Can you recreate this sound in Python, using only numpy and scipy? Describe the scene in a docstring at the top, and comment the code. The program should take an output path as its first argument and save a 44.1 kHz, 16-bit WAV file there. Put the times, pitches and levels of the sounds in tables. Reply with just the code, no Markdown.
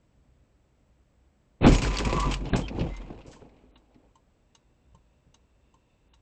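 """A car rams a parked car at night, heard from the cabin: struck and buckling panels ring body modes.
Debris grinds, plastic cracks in noise bursts, tyres squeal as wavering tones, the cabin booms low.
The input overloads on the peaks. As loose parts settle, the hazard-light relay ticks and tocks
on damped case modes, over filtered-noise night air, an engine rumble, a whirr and a thin whine."""
import sys
import numpy as np
from scipy import signal
from scipy.fft import rfft, irfft
from scipy.io import wavfile
from scipy.ndimage import uniform_filter1d

SR = 44100
rng = np.random.default_rng(int(sys.argv[2]) if len(sys.argv) > 2 else 0)


def master(y):
    """Save y as 16-bit WAV."""
    cut = np.clip(np.atleast_2d(y).T, -1, 1)
    pcm = np.round(cut * 32767)  # scale
    wavfile.write(sys.argv[1], SR, pcm.astype(np.int16))


N = 273861
T_S = np.arange(N) / SR
BURST_T_S = np.arange(int(0.25 * SR)) / SR   # time axis of one short event


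def from_db(db):
    """Decibels to gain."""
    return 10 ** (np.asarray(db) / 20)


def rms_one(x):
    """Scale to unit rms."""
    return x / np.sqrt(np.mean(x ** 2) + 1e-20)


def in_time(rows, silent_db=None):
    """Interpolate the columns of a curve table to one value a sample."""
    s, *columns = np.transpose(rows)
    return [np.interp(T_S, s, column, silent_db, silent_db) for column in columns]


def drift(rate_hz):
    """Slow random wander, rms 1: two-pole low-passed noise, computed every 40 samples."""
    r = np.exp(-80 * np.pi * rate_hz / SR)
    noise = rng.standard_normal(N // 40 + 2002)
    slow = signal.lfilter([1], [1, -2 * r, r * r], noise)[2000:]
    return np.interp(np.arange(N) / 40, np.arange(len(slow)), rms_one(slow))


def band(x, low_hz, high_hz, order=2):
    """Butterworth band-pass."""
    return signal.sosfilt(signal.butter(order, [low_hz, high_hz], "band", fs=SR, output="sos"), x)


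def ring(force, hz, t60_s):
    """Damped mode: a unit click starts a decaying sine of height 1."""
    r, w = from_db(-60 / (t60_s * SR)), 2 * np.pi * hz / SR
    return signal.lfilter([0, np.sin(w)], [1, -2 * r * np.cos(w), r * r], force + 1e-18)


def rung(force, hz, t60_s):
    """A mode rung by a short force, peak 1."""
    sound = ring(force, hz, t60_s)
    return sound / np.max(np.abs(sound))


def resonance(x, hz, width_hz):
    """Two-pole resonance, peak gain 1."""
    r = np.exp(-np.pi * width_hz / SR)
    poles = [1, -2 * r * np.cos(2 * np.pi * hz / SR), r * r]
    return signal.lfilter([(1 - r * r) / 2, 0, (r * r - 1) / 2], poles, x)


def coloured(x, spectrum):
    """Filter by a spectrum table, interpolated over log frequency; rms 1."""
    hz = np.maximum(np.fft.rfftfreq(N, 1 / SR), 1)
    points = np.array(spectrum)
    gain_db = np.interp(np.log(hz), np.log(points[:, 0]), points[:, 1])
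    return rms_one(irfft(rfft(x) * from_db(gain_db), N))


def grains(per_s, spread_db):
    """Random clicks of uneven size and sign; rms 1."""
    sizes = from_db(spread_db * np.minimum(rng.exponential(1, N), 5)) * rng.choice([-1, 1], N)
    return rms_one(sizes * (rng.random(N) < per_s / SR))


def add(out, s, sound):
    """Mix a sound in at s seconds."""
    i = round(s * SR)
    out[i:i + len(sound)] += sound[:N - i]


def burst(t60_s, rise_s):
    """Envelope of a quick rise and an exponential fall."""
    return (1 - np.exp(-BURST_T_S / rise_s)) * from_db(-60 * BURST_T_S / np.clip(t60_s, 0.01, 0.5))


def shell(panel_db):
    """Buckling kicks and single blows ring the same body modes; the lowest belong to the floor pan."""
    # body modes: (frequency [Hz], relative level [dB], t60 before scaling [s])
    body_modes = [(77.8, -3.5, 0.17), (133, 1, 0.14), (168.7, 2, 0.11), (257.3, -2, 0.13),
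                  (297, -4.5, 0.11), (350.6, -3, 0.085), (408.2, -2.5, 0.063), (508.2, -3.5, 0.082),
                  (659, -6.5, 0.064), (815, -7.5, .08)]
    # blows: (time [s], panels level [dB], floor-pan level [dB], spot frequency [Hz], ring length factor)
    blows = [(1.612, -28, -25, 248, 1.8), (1.641, -7.5, -24, 250, 2.1), (1.665, -1.5, -22, 350, 1.04),
             (1.721, -24, -20, 223, 1.4), (1.821, -25, -34.5, 304, 0.71), (2.004, -20, -44.5, 277, 0.92),
             (2.063, -20.5, -35, 283, 0.18), (2.125, -18, -28, 371, 1.3), (2.264, -23, -29, 266, 1.66),
             (2.413, -30.5, -37.5, 342, 2.7), (2.531, -19.5, -18, 261, 0.56), (2.56, -21, -27.5, 202, 2.1),
             (2.783, -19.5, -53, 275, 1.7), (2.808, -24.5, -23.5, 248, 1.96), (3.037, -40, -45, 205, 0.79),
             (3.101, -31, -56, 301, 0.25), (3.278, -37.5, -62, 242, 0.73), (3.418, -38, -55.5, 433, 1.45),
             (3.636, -46.5, -67.5, 275, 1.7), (3.955, -47.5, -63, 256, 1.08),
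             (4.944, -55.5, -52.5, 347, 1.1), (5.264, -62, -56.5, 202, 1.08)]
    floor_pan_hz = 200   # modes below this are floor pan
    pan_db, panels_mean_db, pan_follows = -35, -37, 1.12   # the pan swings wider than the panels
    pan_fade_db_per_s = 4.0   # the pan settles sooner

    kicks = grains(1500, 2.2)
    pan, panels = np.zeros(N), np.zeros(N)
    for k, (hz, db, t60_s) in enumerate(body_modes):
        part = pan if hz < floor_pan_hz else panels
        part += from_db(db) * ring(np.roll(kicks, 5003 * k), hz, 0.27 * t60_s)
    pan_level_db = pan_db + pan_follows * (panel_db - panels_mean_db)
    pan_level_db += 1.5 * drift(8) - pan_fade_db_per_s * (T_S - 2)
    out = from_db(pan_level_db) * rms_one(pan)
    out += from_db(panel_db + 2.5 * drift(22)) * rms_one(panels)

    # soft, crumpling contact
    contacts = rng.standard_normal((len(blows), len(BURST_T_S))) * burst(0.046, 0.0033)
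    for (s, panels_db, thump_db, spot_hz, length), crumple in zip(blows, contacts):
        for hz, db, t60_s in body_modes:
            if hz < floor_pan_hz:
                blow_db = thump_db - 2.0
            else:   # weaker away from the frequency the spot favours
                blow_db = panels_db - 4.5 - 10.0 * abs(np.log2(hz / spot_hz))
            add(out, s, from_db(db + blow_db) * rung(crumple, hz, length * t60_s))
    return out


def debris(grind_db):
    """Dense grit grinds between the cars, loose bits rattle in it; fine splinters make the top."""
    # grit spectrum: (frequency [Hz], relative level [dB])
    grit_spectrum = [(350, -35.5), (600, -11), (914, -4), (998, -2.5), (1260, -9), (1900, -15),
                     (2450, -7.5), (3530, -17), (4920, -19), (6340, -20), (6930, -16), (7740, -25),
                     (8460, -27), (11000, -70.5), (18600, -120)]
    splinters_db, grind_mean_db, splinters_follow = -48.5, -39.5, 1.1   # splinters swing a little wider
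    splinters_fade_db_per_s = 4.0   # fewer splinters are left as the shove goes on

    grit = coloured(grains(5000, 2.9), grit_spectrum) * from_db(2.3 * drift(33))
    knocks = (rng.random(N) < 60 / SR) * rng.random(N)
    bits = signal.lfilter([1], [1, -from_db(-60 / (0.052 * SR))], knocks)   # t60 0.052 s
    grit = grit * (1 + 0.8 * bits)
    middle = rms_one(band(grit, 700, 3800, order=3))
    top = rms_one(band(grit, 4700, 9000, order=3))
    top_db = splinters_db + splinters_follow * (grind_db - grind_mean_db)
    top_db -= splinters_fade_db_per_s * (T_S - 2)
    return from_db(grind_db) * middle + from_db(top_db) * top


def shards(grind_db):
    """Small pieces of metal and lamp glass clink: random hits ring 18 modes as the debris grinds."""
    hits, dealt = grains(230, 1.2), rng.integers(0, 18, N)
    clinks = np.zeros(N)
    for k, hz in enumerate(np.geomspace(2100, 4400, 18)):
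        clinks += ring(hits * (dealt == k), hz, 130.0 / hz)
    return from_db(grind_db - 10.0) * rms_one(clinks)


def cracks():
    """Plastic and trim crack: a snap and a spray of clicks in a broad resonance, with a splintery top. The
    burst at 2.965 s is no crack: it brightens the relay's first tick."""
    # (time [s], level before offset [dB], middle [Hz], splinter level before offset [dB], t60 [s])
    crack_rows = [(1.611, -39, 2370, -85, 0.092), (1.632, -23, 2550, -58, 0.21),
                  (1.6446, -16.5, 1460, -31, 0.28), (1.665, -17, 2540, -29, 0.14),
                  (1.72, -21, 2280, -26, 0.21), (1.7335, -29, 2640, -27, 0.11),
                  (1.7479, -19.5, 3000, -22, 0.072), (1.7828, -22.5, 2300, -29, 0.09),
                  (1.8179, -20.5, 2680, -25.5, 0.11), (1.832, -21.5, 2380, -27.5, 0.14),
                  (1.8481, -19.5, 1500, -34, 0.086), (1.9134, -23.5, 2230, -53, 0.041),
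                  (1.936, -25, 2300, -36, 0.31), (1.9692, -12, 4550, -27, 0.03),
                  (1.985, -15, 2940, -20.5, 0.058), (2.002, -21, 1570, -34, 0.067),
                  (2.0489, -20.5, 2500, -25, 0.07), (2.094, -25.5, 2350, -40, 0.12),
                  (2.1269, -19, 2620, -27.5, 0.054), (2.1985, -22, 2850, -24.5, 0.097),
                  (2.2536, -32, 2800, -54, 0.06), (2.3121, -22.5, 2640, -28.5, 0.16),
                  (2.3398, -16, 2640, -23, 0.042), (2.4551, -33.5, 2900, -72, 0.14),
                  (2.534, -14.5, 1610, -12, 0.044), (2.5611, -28, 1690, -27.5, 0.15),
                  (2.614, -38, 3170, -43, 0.079), (2.6817, -21.5, 2420, -68, 0.056),
                  (2.7617, -41, 2160, -76, 0.051), (2.7937, -28, 2850, -68, 0.087),
                  (2.809, -24.5, 2530, -77, 0.062), (2.965, -44, 3000, -47, 0.078),
                  (3.103, -49, 2400, -68, 0.054), (3.1448, -47, 2750, -67, 0.05),
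                  (3.19, -59, 2900, -60, 0.051), (3.215, -45, 2690, -75, 0.072),
                  (3.265, -57, 2880, -50, 0.42), (3.315, -48.5, 3060, -45.5, 0.22),
                  (3.3308, -42, 1510, -63, 0.074), (3.4062, -55, 2100, -75, 0.071),
                  (3.457, -59, 2100, -67, 0.055), (3.4918, -53, 2140, -76.5, 0.068),
                  (3.565, -56, 2290, -72, 0.056), (3.9446, -51, 2166, -77, 0.059)]
    out = np.zeros(N)
    spray = rng.laplace(size=(len(crack_rows), len(BURST_T_S)))
    spray[:, 30] = 10.0   # the snap
    for (s, level_db, hz, splinter_db, t60_s), clicks in zip(crack_rows, spray):
        body = resonance(clicks, hz, 450.) + 0.27 * clicks
        middle = rms_one(band(body, 800, 5200, order=4))
        top = rms_one(band(clicks, 4700, 8800, order=3))
        mix = from_db(level_db - 11.5) * middle + from_db(splinter_db - 10) * top
        add(out, s, burst(t60_s, 0.0008) * mix)
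    return out


def tyres():
    """Rubber sticks and slips sideways: a wavering squeal with a weak octave, a second tyre higher."""
    # scrubbing: (time [s], level [dB])
    scrub = [(1.72, -35.5), (1.8, -43), (1.95, -44), (2.0, -38), (2.036, -51), (2.068, -38), (2.2, -33.5),
             (2.268, -33.5), (2.3, -43), (2.4, -51.5)]
    first_hz, second_hz = 1004, 1149
    level_db, = in_time(scrub, -120)
    first = 2 * np.pi * np.cumsum(first_hz * (1 + 0.024 * drift(30))) / SR
    second = 2 * np.pi * np.cumsum(second_hz * (1 + 0.025 * drift(30))) / SR
    squeal = np.sin(first) + 0.18 * np.sin(2 * first)
    squeal += 0.45 * from_db(3.5 * drift(6.7)) * np.sin(second)
    return from_db(level_db + 2.4 * drift(60)) * squeal


def squeaks():
    """Metal rubs metal: an unsteady gliding tone, and friction noise in a narrow resonance round it."""
    # (start [s], end [s], start frequency [Hz], end frequency [Hz], starting level [dB])
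    rubs = [(1.761, 1.801, 6710, 6710, -41), (2.617, 2.668, 3186, 3186, -46),
            (2.887, 3.07, 2040, 2090, -53.5)]
    fade_db_per_s = 45.0
    out, friction, waver = np.zeros(N), grains(4000, 2.5), drift(50)
    for start, end, first_hz, last_hz, db in rubs:
        at = slice(round(start * SR), round(end * SR))
        n = at.stop - at.start
        glide_hz = np.linspace(first_hz, last_hz, n) + 35. * waver[at]
        tone = np.sin(2 * np.pi * np.cumsum(glide_hz) / SR)
        middle_hz = (first_hz + last_hz) / 2
        narrow = resonance(resonance(friction, middle_hz, 100.0), middle_hz, 200.)
        rough = 0.62 * rms_one(narrow[at])
        level = from_db(db - fade_db_per_s * np.arange(n) / SR) * signal.windows.tukey(n, 0.25)
        out[at] += level * (tone + rough)
    return out


def cabin():
    """The cabin air booms on a wandering low tone as the car is loaded; the suspension shakes with it."""
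    # boom: (time [s], mean frequency [Hz], level [dB])
    boom = [(1.6, 40, -59.5), (1.66, 38.8, -22), (1.72, 38.6, -15), (1.81, 43.6, -30.5), (1.9, 47.1, -25),
            (2.0, 45.6, -31.5), (2.17, 49.8, -27.5), (2.36, 46.8, -27), (2.5, 44.1, -34.5),
            (2.62, 54.7, -32), (2.7, 49.9, -41), (2.8, 44.4, -36), (2.96, 50.2, -35.5), (3.1, 41.94, -46.5),
            (3.35, 45.6, -60), (4.25, 56, -69)]
    hz, boom_db = in_time(boom)[0], in_time(boom, -120)[1]
    tone = np.sin(2 * np.pi * np.cumsum(hz * (1 + 0.09 * drift(8))) / SR)
    shake = rms_one(band(rng.standard_normal(N), 22, 60))
    return from_db(boom_db) * (1.15 * from_db(2.5 * drift(9)) * tone + 0.12 * shake)


def relay():
    """The contact rings the case alike each cycle, brighter on pull-in than drop-out, with a dry snap."""
    # case modes: (frequency [Hz], relative pull-in level [dB], relative drop-out level [dB], t60 [s])
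    case_modes = [(908, -6.5, -2, 0.073), (1046, -28, -4, 0.1), (1118, -8, -23, 0.079),
                  (2850, -1, -19, 0.044), (3040, -9, -8, 0.032), (3630, -2.5, -35, 0.027),
                  (3880, -9, -24, 0.088), (5200, -33, -28, .03), (6300, -5, -12.5, 0.036),
                  (6520, -6, -26, 0.011), (6400, 2, -17, 0.032), (7500, -23, -5, 0.026)]
    start_s, cycle_s, on_s = 2.9635, 0.7927, 0.398   # first pull-in, blink period, lamp-on time
    tick_db, tock_db, fade_db_per_s = -51.5, -54, 1.7   # gains of the first cycle, then fading
    bounce_s = 0.0026   # contact bounce builds the ring up

    snaps = rms_one(band(rng.standard_normal((2, len(BURST_T_S))), 1000, 8600)) * burst(0.08, 0.0015)
    tick, tock = from_db(-1.0) * snaps[0], from_db(-10.5) * snaps[1]
    phases = rng.uniform(0, 2 * np.pi, len(case_modes))
    for (hz, pull_in_db, drop_out_db, t60_s), phase in zip(case_modes, phases):
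        mode = np.sin(2 * np.pi * hz * BURST_T_S + phase) * burst(t60_s, bounce_s)
        tick += from_db(pull_in_db + 4.0) * mode
        tock += from_db(drop_out_db + 5.5) * mode

    out = np.zeros(N)
    for s in np.arange(start_s, N / SR, cycle_s):
        fade_db = fade_db_per_s * (s - start_s)
        add(out, s, from_db(tick_db - fade_db) * tick)
        if s + on_s < N / SR:
            add(out, s + on_s, from_db(tock_db - fade_db) * tock)
    return out


def whirr():
    """A faint far-off whirr swells in the quiet: noise in a few narrow bands."""
    # swell: (time [s], level [dB])
    swell = [(4.3, -89), (4.9, -85), (5.9, -83.5), (6.21, -87)]
    # bands: (frequency [Hz], width [Hz], relative level [dB])
    whirr_bands = [(477, 12, -2.5), (975, 40, -4.5), (2680, 150, -1.5), (3550, 90, -9)]
    white, bands = rng.standard_normal(N), np.zeros(N)
    for hz, width_hz, db in whirr_bands:
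        bands += from_db(db) * rms_one(resonance(white, hz, width_hz))
    return from_db(in_time(swell, -120)[0] + 1.5 * drift(4.6)) * bands


def night():
    """Broad quiet air (shaped noise), a distant engine (noise near 60 and 128 Hz) and a thin whine."""
    # air spectrum: (frequency [Hz], relative level [dB])
    air_spectrum = [(15, -32.5), (25, -3.5), (48, -1), (75, -3.5), (163, -10.5), (241, -10), (443, -17.5),
                    (609, -16.5), (671, -20), (1360, -28), (2500, -31), (4280, -38), (6960, -39.5),
                    (7490, -39.5), (8460, -39.5), (11000, -72), (18600, -120)]
    # distant engine: (time [s], level [dB])
    rumble = [(0.0, -70), (0.3, -60), (0.6, -74), (0.84, -70), (1.2, -66), (1.5, -72), (4.55, -74),
              (4.92, -65.5), (5.34, -73), (6.21, -74.5)]
    # steady whine: (frequency [Hz], rms level [dB])
    whine_tones = [(7663, -95), (7722, -94), (8280, -102), (8340, -104)]
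    air_db = -78   # rms within 700-4000 Hz

    air = coloured(rng.standard_normal(N), air_spectrum)
    air = from_db(air_db) * air / np.std(band(air, 700, 4000, order=4))
    white = rng.standard_normal(N)
    low = resonance(resonance(white, 60, 13.0), 60, 25.)
    octave = resonance(resonance(white, 128, 16.), 128, 30.)
    engine = from_db(in_time(rumble)[0]) * rms_one(low + 0.36 * octave)
    whine = sum(from_db(db) * np.sqrt(2) * np.sin(2 * np.pi * hz * T_S) for hz, db in whine_tones)
    return air + engine + whine


def scene():
    """The crash, its aftermath and the night; buckling and grinding share the course of the shove."""
    # shove, first touch to rest: (time [s], buckling panels level [dB], grinding debris level [dB])
    shove = [(1.598, -90, -100), (1.612, -37, -49.5), (1.655, -17, -25.5), (1.72, -28.5, -35.5),
             (1.8, -37.5, -42), (1.85, -34.5, -41.5), (1.93, -40.5, -42), (2.14, -34, -41),
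             (2.33, -36, -39.5), (2.4, -44, -61.5), (2.47, -37, -52), (2.522, -41.5, -50.5),
             (2.545, -25.5, -39), (2.66, -46.5, -55), (2.72, -42, -59.5), (2.82, -33, -50.5),
             (2.95, -54, -56), (3.11, -45.5, -62), (3.25, -54.5, -63), (3.45, -59, -71), (3.87, -69, -81),
             (4.03, -63, -80), (4.25, -84.5, -89)]
    panel_db, grind_db = in_time(shove, -120)
    crash = shell(panel_db) + debris(grind_db) + shards(grind_db)
    crash += cracks() + tyres() + squeaks() + cabin()
    return (crash + relay() + whirr() + night())[None]


def record(dry):
    """Input overload, brief treble dropouts, a top cut with a faint mirror image above it, and hiss."""
    # treble dropouts: (start [s], end [s])
    dull_spans = [(1.600, 1.663), (2.500, 2.558), (3.715, 3.775), (6.085, 6.140)]
    overload, dull_hz, cutoff_hz = 0.385, 4700, 8620   # overload: limiting amplitude

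    x = overload * np.tanh((np.abs(dry) / overload) ** 4) ** 0.25 * np.sign(dry)
    low = signal.sosfiltfilt(signal.cheby2(10, 40, dull_hz * 1.03, fs=SR, output="sos"), x)
    dull = sum((T_S > start) & (T_S < end) for start, end in dull_spans) * 1.0
    treble = (1 - uniform_filter1d(dull, size=130)) * (x - low)   # edges smoothed over 3 ms
    top_cut = signal.cheby2(12, 45, cutoff_hz * 1.04, fs=SR, output="sos")
    cut = signal.sosfilt(top_cut, low + treble)
    # a carrier at twice the cutoff mirrors the treble about it
    image = 2 * np.cos(4 * np.pi * cutoff_hz * T_S) * band(cut, 4900, 8400, order=4)
    above = from_db(-30) * band(image, 8900, 12600, order=6)
    return cut + above + from_db(-96.0) * rng.standard_normal(N)


dry = scene()
out = record(dry)
master(out)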